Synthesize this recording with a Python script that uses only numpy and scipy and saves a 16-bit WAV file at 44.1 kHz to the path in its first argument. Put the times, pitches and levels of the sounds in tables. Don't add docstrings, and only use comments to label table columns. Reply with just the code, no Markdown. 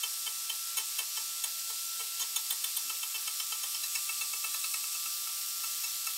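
import sys
import numpy as np
from scipy import signal
from scipy.fft import rfft, irfft, next_fast_len
from scipy.io import wavfile
from scipy.ndimage import uniform_filter1d

SR = 44100
rng = np.random.default_rng(int(sys.argv[2]) if len(sys.argv) > 2 else 0)


def bounce(signal):
    frames = np.transpose(np.atleast_2d(signal))
    limited = np.clip(frames, -1, 1)
    pcm = np.round(limited * 32767).astype(np.int16)
    wavfile.write(sys.argv[1], SR, pcm)


def voltage_ratio(decibels):
    exponent = np.asarray(decibels, float) / 20
    return 10 ** exponent


N = 272097


def rms_one(x):
    return x / np.sqrt(np.mean(x ** 2) + 1e-20)


def in_time(rows):
    seconds, *columns = np.transpose(rows)
    return [np.interp(np.arange(N) / SR, seconds, column) for column in columns]


def drift(rate_hz):
    r = np.exp(-80 * np.pi * rate_hz / SR)
    noise = rng.standard_normal(N // 40 + 2002)
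    slow = signal.lfilter([1], [1, -2 * r, r * r], noise)[2000:]
    return np.interp(np.arange(N) / 40, np.arange(len(slow)), rms_one(slow))


def resonance(x, hz, width_hz):
    r = np.exp(-np.pi * width_hz / SR)
    zeros = np.array([1, 0, -1]) * (1 - r * r) / 2
    return signal.lfilter(zeros, [1, -2 * r * np.cos(2 * np.pi * hz / SR), r * r], x)


def body(x, modes):
    total = 0
    for k, (hz, width_hz, db) in enumerate(modes):
        total = total + (-1) ** k * voltage_ratio(db) * resonance(x, hz, width_hz)
    return total


def turns(hz):
    return 2 * np.pi * np.cumsum(hz) / SR


def workshop(x):
    size = next_fast_len(N + SR)
    hz = np.fft.rfftfreq(size, 1 / SR)
    t60_s = 0.2 / (1 + hz / 6000)
    echo = 0
    for k, lag_s in enumerate(rng.uniform(.009, .031, 8)):
        loop = voltage_ratio(-60 * lag_s / t60_s) * np.exp(-2j * np.pi * hz * lag_s)
        echo = echo + (-1) ** k * loop / (1 - loop)
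    return irfft(rfft(x, size) * echo, size)[:N]


def ear_differences():
    per_second, level_db, width_hz = 5.7, -51, 1500
    side = np.zeros(N + 2048)
    swell = signal.windows.kaiser(2048, 4 * np.pi) ** .5
    for when, where, size in rng.random((round(per_second * N / SR), 3)):
        hz = 5200 + 9800 * where
        edges = [hz - width_hz / 2, hz + width_hz / 2]
        band = signal.butter(4, edges, "band", fs=SR, output="sos")
        noise = signal.sosfilt(band, rng.standard_normal(2048))
        at = 521 + 1024 * int(when * (N // 1024 - 1))
        side[at:at + 2048] += voltage_ratio(level_db + 8 * size - 3) * rms_one(noise) * swell
    return side[1024:N + 1024]


# centre in seconds, pitch in Hz, level in dB,
# half length in seconds.
SCUFFS = [
    (2.868, 275, -65, .025),
    (2.912, 350, -66, .018),
    (2.845, 500, -70, .025),
    (2.95, 500, -69, .012),
]


def scuffs():
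    t, noise = np.arange(N) / SR, rng.standard_normal(N)
    total = 0
    for centre, hz, db, half in SCUFFS:
        rub = resonance(resonance(noise, hz, 189), hz, 204)
        total = total + voltage_ratio(db) * rms_one(rub) * np.exp(-((t - centre) / half) ** 2)
    return total


# frequency in Hz, density in dB per Hz.
HISS = [(59, -80), (100, -30), (159, -28), (387, -27), (1090, -17.5), (1320, -18), (1460, -16.5),
        (2640, -9.5), (2880, -5.5), (5420, 0.5), (6290, -2.5), (7930, 0), (13200, -7.5), (15600, -11)]
# frequency in Hz, width in Hz, level in dB.
HOUSING = [(5580, 350, -11), (6280, 320, -9), (13130, 1330, -2), (14400, 710, -8), (11540, 340, -10),
           (11360, 400, -15), (10600, 400, -10)]


def air_hiss(spindle, hiss_db, top_db, rumble_db, fan_db):
    out, together = 0, drift(6.0)
    edges = 50 * 2 ** np.arange(0, 8.5, 1 / 3)
    white = rng.standard_normal((2, N))
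    hz, db = np.transpose(HISS)
    for k, (low, high) in enumerate(zip(edges, edges[1:])):
        third = signal.butter(2, [low, high], "band", fs=SR, output="sos")
        band = signal.sosfilt(third, white[k % 2])
        level_db = np.interp(np.log(low * high) / 2, np.log(hz), db)
        level_db = level_db + top_db * (low > 11000) + rumble_db * (high < 2500)
        out = out + band * voltage_ratio(level_db + 0.2 * together + 0.59 * drift(2.6))
    out = out + body(out, HOUSING) + voltage_ratio(fan_db - 7.5) * resonance(out, 8130, 450)
    sparks = voltage_ratio(0.53 * drift(200.0))
    throb = 1 + 0.068 * np.cos(spindle)
    return voltage_ratio(hiss_db - 0.5) * rms_one(out * sparks * throb)


GEAR_TEETH = 70
# multiple of the spindle speed, level in dB.
GEAR_ORDERS = [(1, -84), (14, -68.5), (21, -64.5)]
# multiple of the wheel speed, level in dB.
IDLE_ORDERS = [(2, -84), (6, -60), (8, -89)]


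def whines(spindle, wheel, mesh_db, gear_db, idle_db):
    lines = [(GEAR_TEETH * spindle, mesh_db), (7 * spindle, gear_db), (3 * wheel, idle_db)]
    lines += [(order * spindle, db) for order, db in GEAR_ORDERS]
    lines += [(order * wheel, db) for order, db in IDLE_ORDERS]
    total = 0
    for phase, db in lines:
        level = np.sqrt(2) * voltage_ratio(db + 1.3 * drift(1.8))
        total = total + level * np.sin(phase + 0.11 * drift(32.0))
    return total


# start in seconds, ring level in dB,
# tooth-rate thud level in dB, chip hiss level in dB, length in seconds.
CUTS_END = [(.032, -26, -45, -34, .011), (.2626, -29, -45.5, -37, 0.018), (.497, -23, -47, -33.5, 0.0066),
            (.77, -27, -42, -29.5, .019), (.794, -33, -51, -36, .012), (.985, -23, -43, -29.5, .011),
            (.9986, -38, -51.5, -38.5, 0.012), (1.1673, -34.5, -48, -36, .017),
            (1.697, -41, -49, -35.5, 0.014), (1.9934, -37, -49, -36, 0.022),
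            (2.1943, -31.5, -52.5, -34, .012)]
CUTS_KNOT = [
    (1.438, -28, -48, -30.5, 0.01),
    (2.208, -30.5, -52, -33.5, 0.022),
    (2.3604, -24, -44.5, -30, 0.0096),
    (2.503, -26, -47, -29.5, 0.0099),
    (2.522, -37, -56, -35, 0.0107),
    (2.6405, -21.5, -47, -30.5, 0.00629),
    (2.7661, -27, -51, -33, 0.0099),
]
CUTS_MIDDLE = [
    (2.8954, -28.5, -43.5, -34.0, 0.009),
    (3.029, -25.5, -45, -37.0, 0.0096),
    (3.143, -31, -49.0, -38.0, 0.022),
    (3.275, -28.5, -43, -33.5, 0.008),
    (3.3982, -26, -42.5, -34.0, 0.0074),
    (3.519, -33.5, -45.0, -36.0, 0.01149),
    (3.6327, -28, -44, -32, 0.0096),
    (3.744, -31.5, -49, -39, 0.011),
]
CUTS_FAR = [
    (3.8344, -35.5, -55.5, -37, 0.011),
    (3.9516, -27, -46.5, -33.5, 0.011),
    (4.0901, -29.5, -47, -36.5, 0.011),
    (4.21, -32, -45.0, -33.0, 0.011),
    (4.331, -31.5, -43.5, -36.5, 0.0098),
    (4.439, -30.5, -45.0, -35.0, 0.012),
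    (4.54, -34.5, -44, -34.5, 0.01065),
    (4.64, -28.5, -43.5, -35, 0.0072),
    (4.7388, -26, -37, -32.5, 0.0064),
]
CUTS_LIGHT = [
    (4.8378, -36.0, -44.5, -38, 0.0061),
    (4.9456, -38, -50, -37, 0.012),
    (5.057, -35.5, -48, -37, 0.0069),
    (5.266, -41, -46.5, -45.5, 0.011),
    (5.29, -58, -52.5, -50, 0.0081),
    (5.6341, -39, -45, -37.0, 0.014),
    (5.836, -38, -48, -35.5, 0.017),
    (6.0667, -35, -40, -32, 0.01),
]
# plank ring in Hz, hollow knock level in dB, tooth unevenness 0-1.
STRETCHES = [
    (3100, -43, 0.78),
    (3440, -44, 0.8),
    (3178, -43.5, 0.55),
    (2597, -45.5, 0.67),
    (2700, -49, 0.34),
]


def all_cuts():
    runs = [CUTS_END, CUTS_KNOT, CUTS_MIDDLE, CUTS_FAR, CUTS_LIGHT]
    return [(*cut, *wood) for run, wood in zip(runs, STRETCHES) for cut in run]


def pressure(length, t, rise, fall):
    return np.clip(t / rise, 0, 1) * np.exp(-np.clip(t - length, 0, 1) / fall)


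# time in seconds, gear whine in Hz.
FREE_SPEED = [(0, 11805), (.65, 11935), (1.2, 11960), (1.7, 11955), (2.2, 11985), (2.5, 11920),
              (3.2, 11885), (3.7, 11965), (4.2, 11915), (4.7, 11830), (5.1, 11935), (5.6, 11935),
              (6.17, 11925)]


def motor_hz():
    drag_hz, drag_in_s, recover_s = 87.5, .025, .17
    hz, t = in_time(FREE_SPEED)[0], np.arange(N) / SR
    for start, _, thud_db, chip_db, length, *_ in all_cuts():
        hardness = voltage_ratio(.62 * (thud_db + 46) + .5 * (chip_db + 35))
        drag = drag_hz * hardness * (length / .01) ** .73
        hz = hz - drag * pressure(0, t - start, drag_in_s, recover_s)
    return hz


def belt_slip():
    slip, t = np.zeros(N), np.arange(3500) / SR
    for start, _, thud_db, _, length, *_ in all_cuts():
        at = round(start * SR)
        lag = .007 * voltage_ratio(thud_db + 43) * pressure(length, t, .009, .005)
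        slip[at:at + len(t)] += lag[:N - at]
    return np.clip(slip, 0, .04)


def tooth_blows(turn, uneven):
    orders = np.arange(1, 36)[:, None]
    share = np.where(orders % 3 == 0, 1, np.clip(uneven, .05, 1))
    grain = voltage_ratio(1.95 * rng.standard_normal(orders.shape))
    smear = 1.2 * rng.standard_normal(orders.shape)
    return rms_one(np.sum(share * grain * np.cos(orders * turn + smear), axis=0))


# start of the cut in seconds, pitch in Hz, level in dB.
SQUEALS = [(.032, 6620, -41), (.497, 5350, -34), (.77, 9270, -38), (1.167, 5270, -34), (1.438, 9200, -37.5),
           (1.438, 6800, -34.5), (2.208, 6570, -33.5), (2.36, 6630, -29), (2.36, 9400, -36),
           (2.503, 15040, -31), (2.522, 9000, -33), (2.641, 8730, -28), (2.641, 12100, -25),
           (2.765, 9310, -30.5), (2.765, 11920, -24), (3.029, 5265, -37), (3.143, 5310, -38),
           (3.275, 5290, -33.5), (3.399, 5294, -31.5), (3.519, 4780, -34.5), (3.744, 5280, -35),
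           (3.834, 5330, -29.5), (3.834, 4000, -37), (3.952, 5270, -29), (4.21, 3480, -35),
           (4.331, 6620, -38), (4.54, 4060, -42), (4.54, 6600, -41), (4.64, 4040, -34.5),
           (4.739, 4024, -40)]


def guard_squeals(start, force):
    near = [row for row in SQUEALS if abs(row[0] - start) < .007]
    return sum(voltage_ratio(db + 8.5) * resonance(force, hz, 510) for _, hz, db in near)


# frequency in Hz, width in Hz, level in dB.
GUARD = [(4044, 300, 2), (5330, 240, 1.5), (6620, 420, 5), (8440, 560, 8), (9050, 1440, 5),
         (11870, 1030, 4), (14300, 2000, -1)]
PLANK = [(1275, 130, 2), (2246, 210, -0.5), (1810, 300, -7)]
HOLLOW = [(445, 22, -3), (940, 710, 1), (1230, 250, -8), (635, 220, -26)]
BENCH = [(163, 280, -14), (322, 340, -7.5), (560, 110, -3.5), (980, 214, 7.5), (1897, 45, 10)]


def cuts(wheel):
    out, t = np.zeros(N + 4000), np.arange(4000) / SR
    wheel = np.pad(wheel, (0, len(t)), "edge")
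    for start, ring_db, thud_db, chip_db, length, ring_hz, hollow_db, uneven in all_cuts():
        at = round((start - .002) * SR)
        turn = wheel[at:at + len(t)]
        blows = tooth_blows(turn, uneven)
        tearing = rng.standard_normal(len(t)) * (1 + .8 * np.cos(turn))
        ragged = voltage_ratio(1.5 * rms_one(uniform_filter1d(rng.standard_normal(len(t)), size=130)))
        biting = blows + .2 * tearing
        splintering = blows + .6 * tearing
        force = biting * ragged * pressure(length, t, 0.007, 0.0039)
        entry = splintering * ragged * pressure(0.96 * length, t, 0.0016, 0.0052)

        double_ring = resonance(resonance(force, ring_hz, 590), ring_hz, 760)
        ring = voltage_ratio(ring_db + 5) * (resonance(force, ring_hz, 330) + 0.53 * double_ring)

        thud = voltage_ratio(thud_db + 14.5) * body(force, PLANK)
        trough_force = force + 0.27 * tearing * pressure(length, t, 0.0066, .005)
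        knock_db = hollow_db + 0.49 * (thud_db + 45.5) + 5.5
        knock = voltage_ratio(knock_db) * body(trough_force, HOLLOW)

        struck = np.array(GUARD) + np.outer(rng.standard_normal(len(GUARD)), [0, 0, 1.5])
        chips = voltage_ratio(1.4 * (chip_db + 31.5) - 34) * body(entry, struck)
        squeal = guard_squeals(start, biting * pressure(length, t, 0.0036, .004))

        shaking = tearing * pressure(length, t, 0.0062, 0.013)
        jolt = voltage_ratio(1.32 * (chip_db + 28.0) - 39) * body(shaking, BENCH)
        out[at:at + len(t)] += ring + thud + knock + chips + squeal + jolt
    return out[:N]


# time in seconds, vents turned to the microphone 0-1, gear order level in dB.
STANCE = [(0, 0, -61), (.65, 0, -68), (.8, 0, -62), (1.2, .2, -62), (1.7, .35, -75), (2.15, .05, -74),
          (2.5, .1, -64), (3.2, .1, -61), (3.7, .5, -60), (4.2, .85, -56.5), (4.7, 1.0, -56),
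          (5.1, .6, -56), (5.4, 0, -58), (5.8, .05, -58.5), (6.17, .05, -58)]


def scene():
    t, mesh_hz = np.arange(N) / SR, motor_hz()
    facing, gear_db = in_time(STANCE)
    spindle_hz = mesh_hz / GEAR_TEETH
    belt_ratio = 2.6386
    spindle = turns(spindle_hz)
    wheel = turns(spindle_hz * belt_ratio * (1 - belt_slip()))
    bites = cuts(wheel)

    hiss_db = -36.5 + 0.3 * facing + 0.107 * t
    top_db = 1.5 + .5 * t
    rumble_db = 1.56 - 0.5 * facing - 0.12 * t
    fan_db = 1 + 7.5 * facing
    hiss = air_hiss(spindle, hiss_db, top_db, rumble_db, fan_db)

    mesh_db = -54 - 11.0 * facing
    labour_hz = uniform_filter1d(mesh_hz, size=round(0.17 * SR)) - 11900
    idle_db = -57 + 3 * labour_hz / 100
    grinder = hiss + whines(spindle, wheel, mesh_db, gear_db, idle_db)

    room = workshop(voltage_ratio(-11) * bites + voltage_ratio(-17.5) * grinder)
    return np.tile(grinder + scuffs() + bites + room, (2, 1))


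def roll_off(x):
    return signal.sosfilt(signal.butter(12, 16960, fs=SR, output="sos"), x)


def record(dry):
    mix = .22 * np.tanh(dry / .22)
    mix = signal.sosfilt(signal.butter(2, 110, "high", fs=SR, output="sos"), mix)
    mix = mix + ear_differences() * [[1], [-1]]
    mix = signal.sosfilt(signal.ellip(12, .3, 70, 15750, fs=SR, output="sos"), mix)
    return roll_off(mix)


dry = scene()
out = record(dry)
bounce(out)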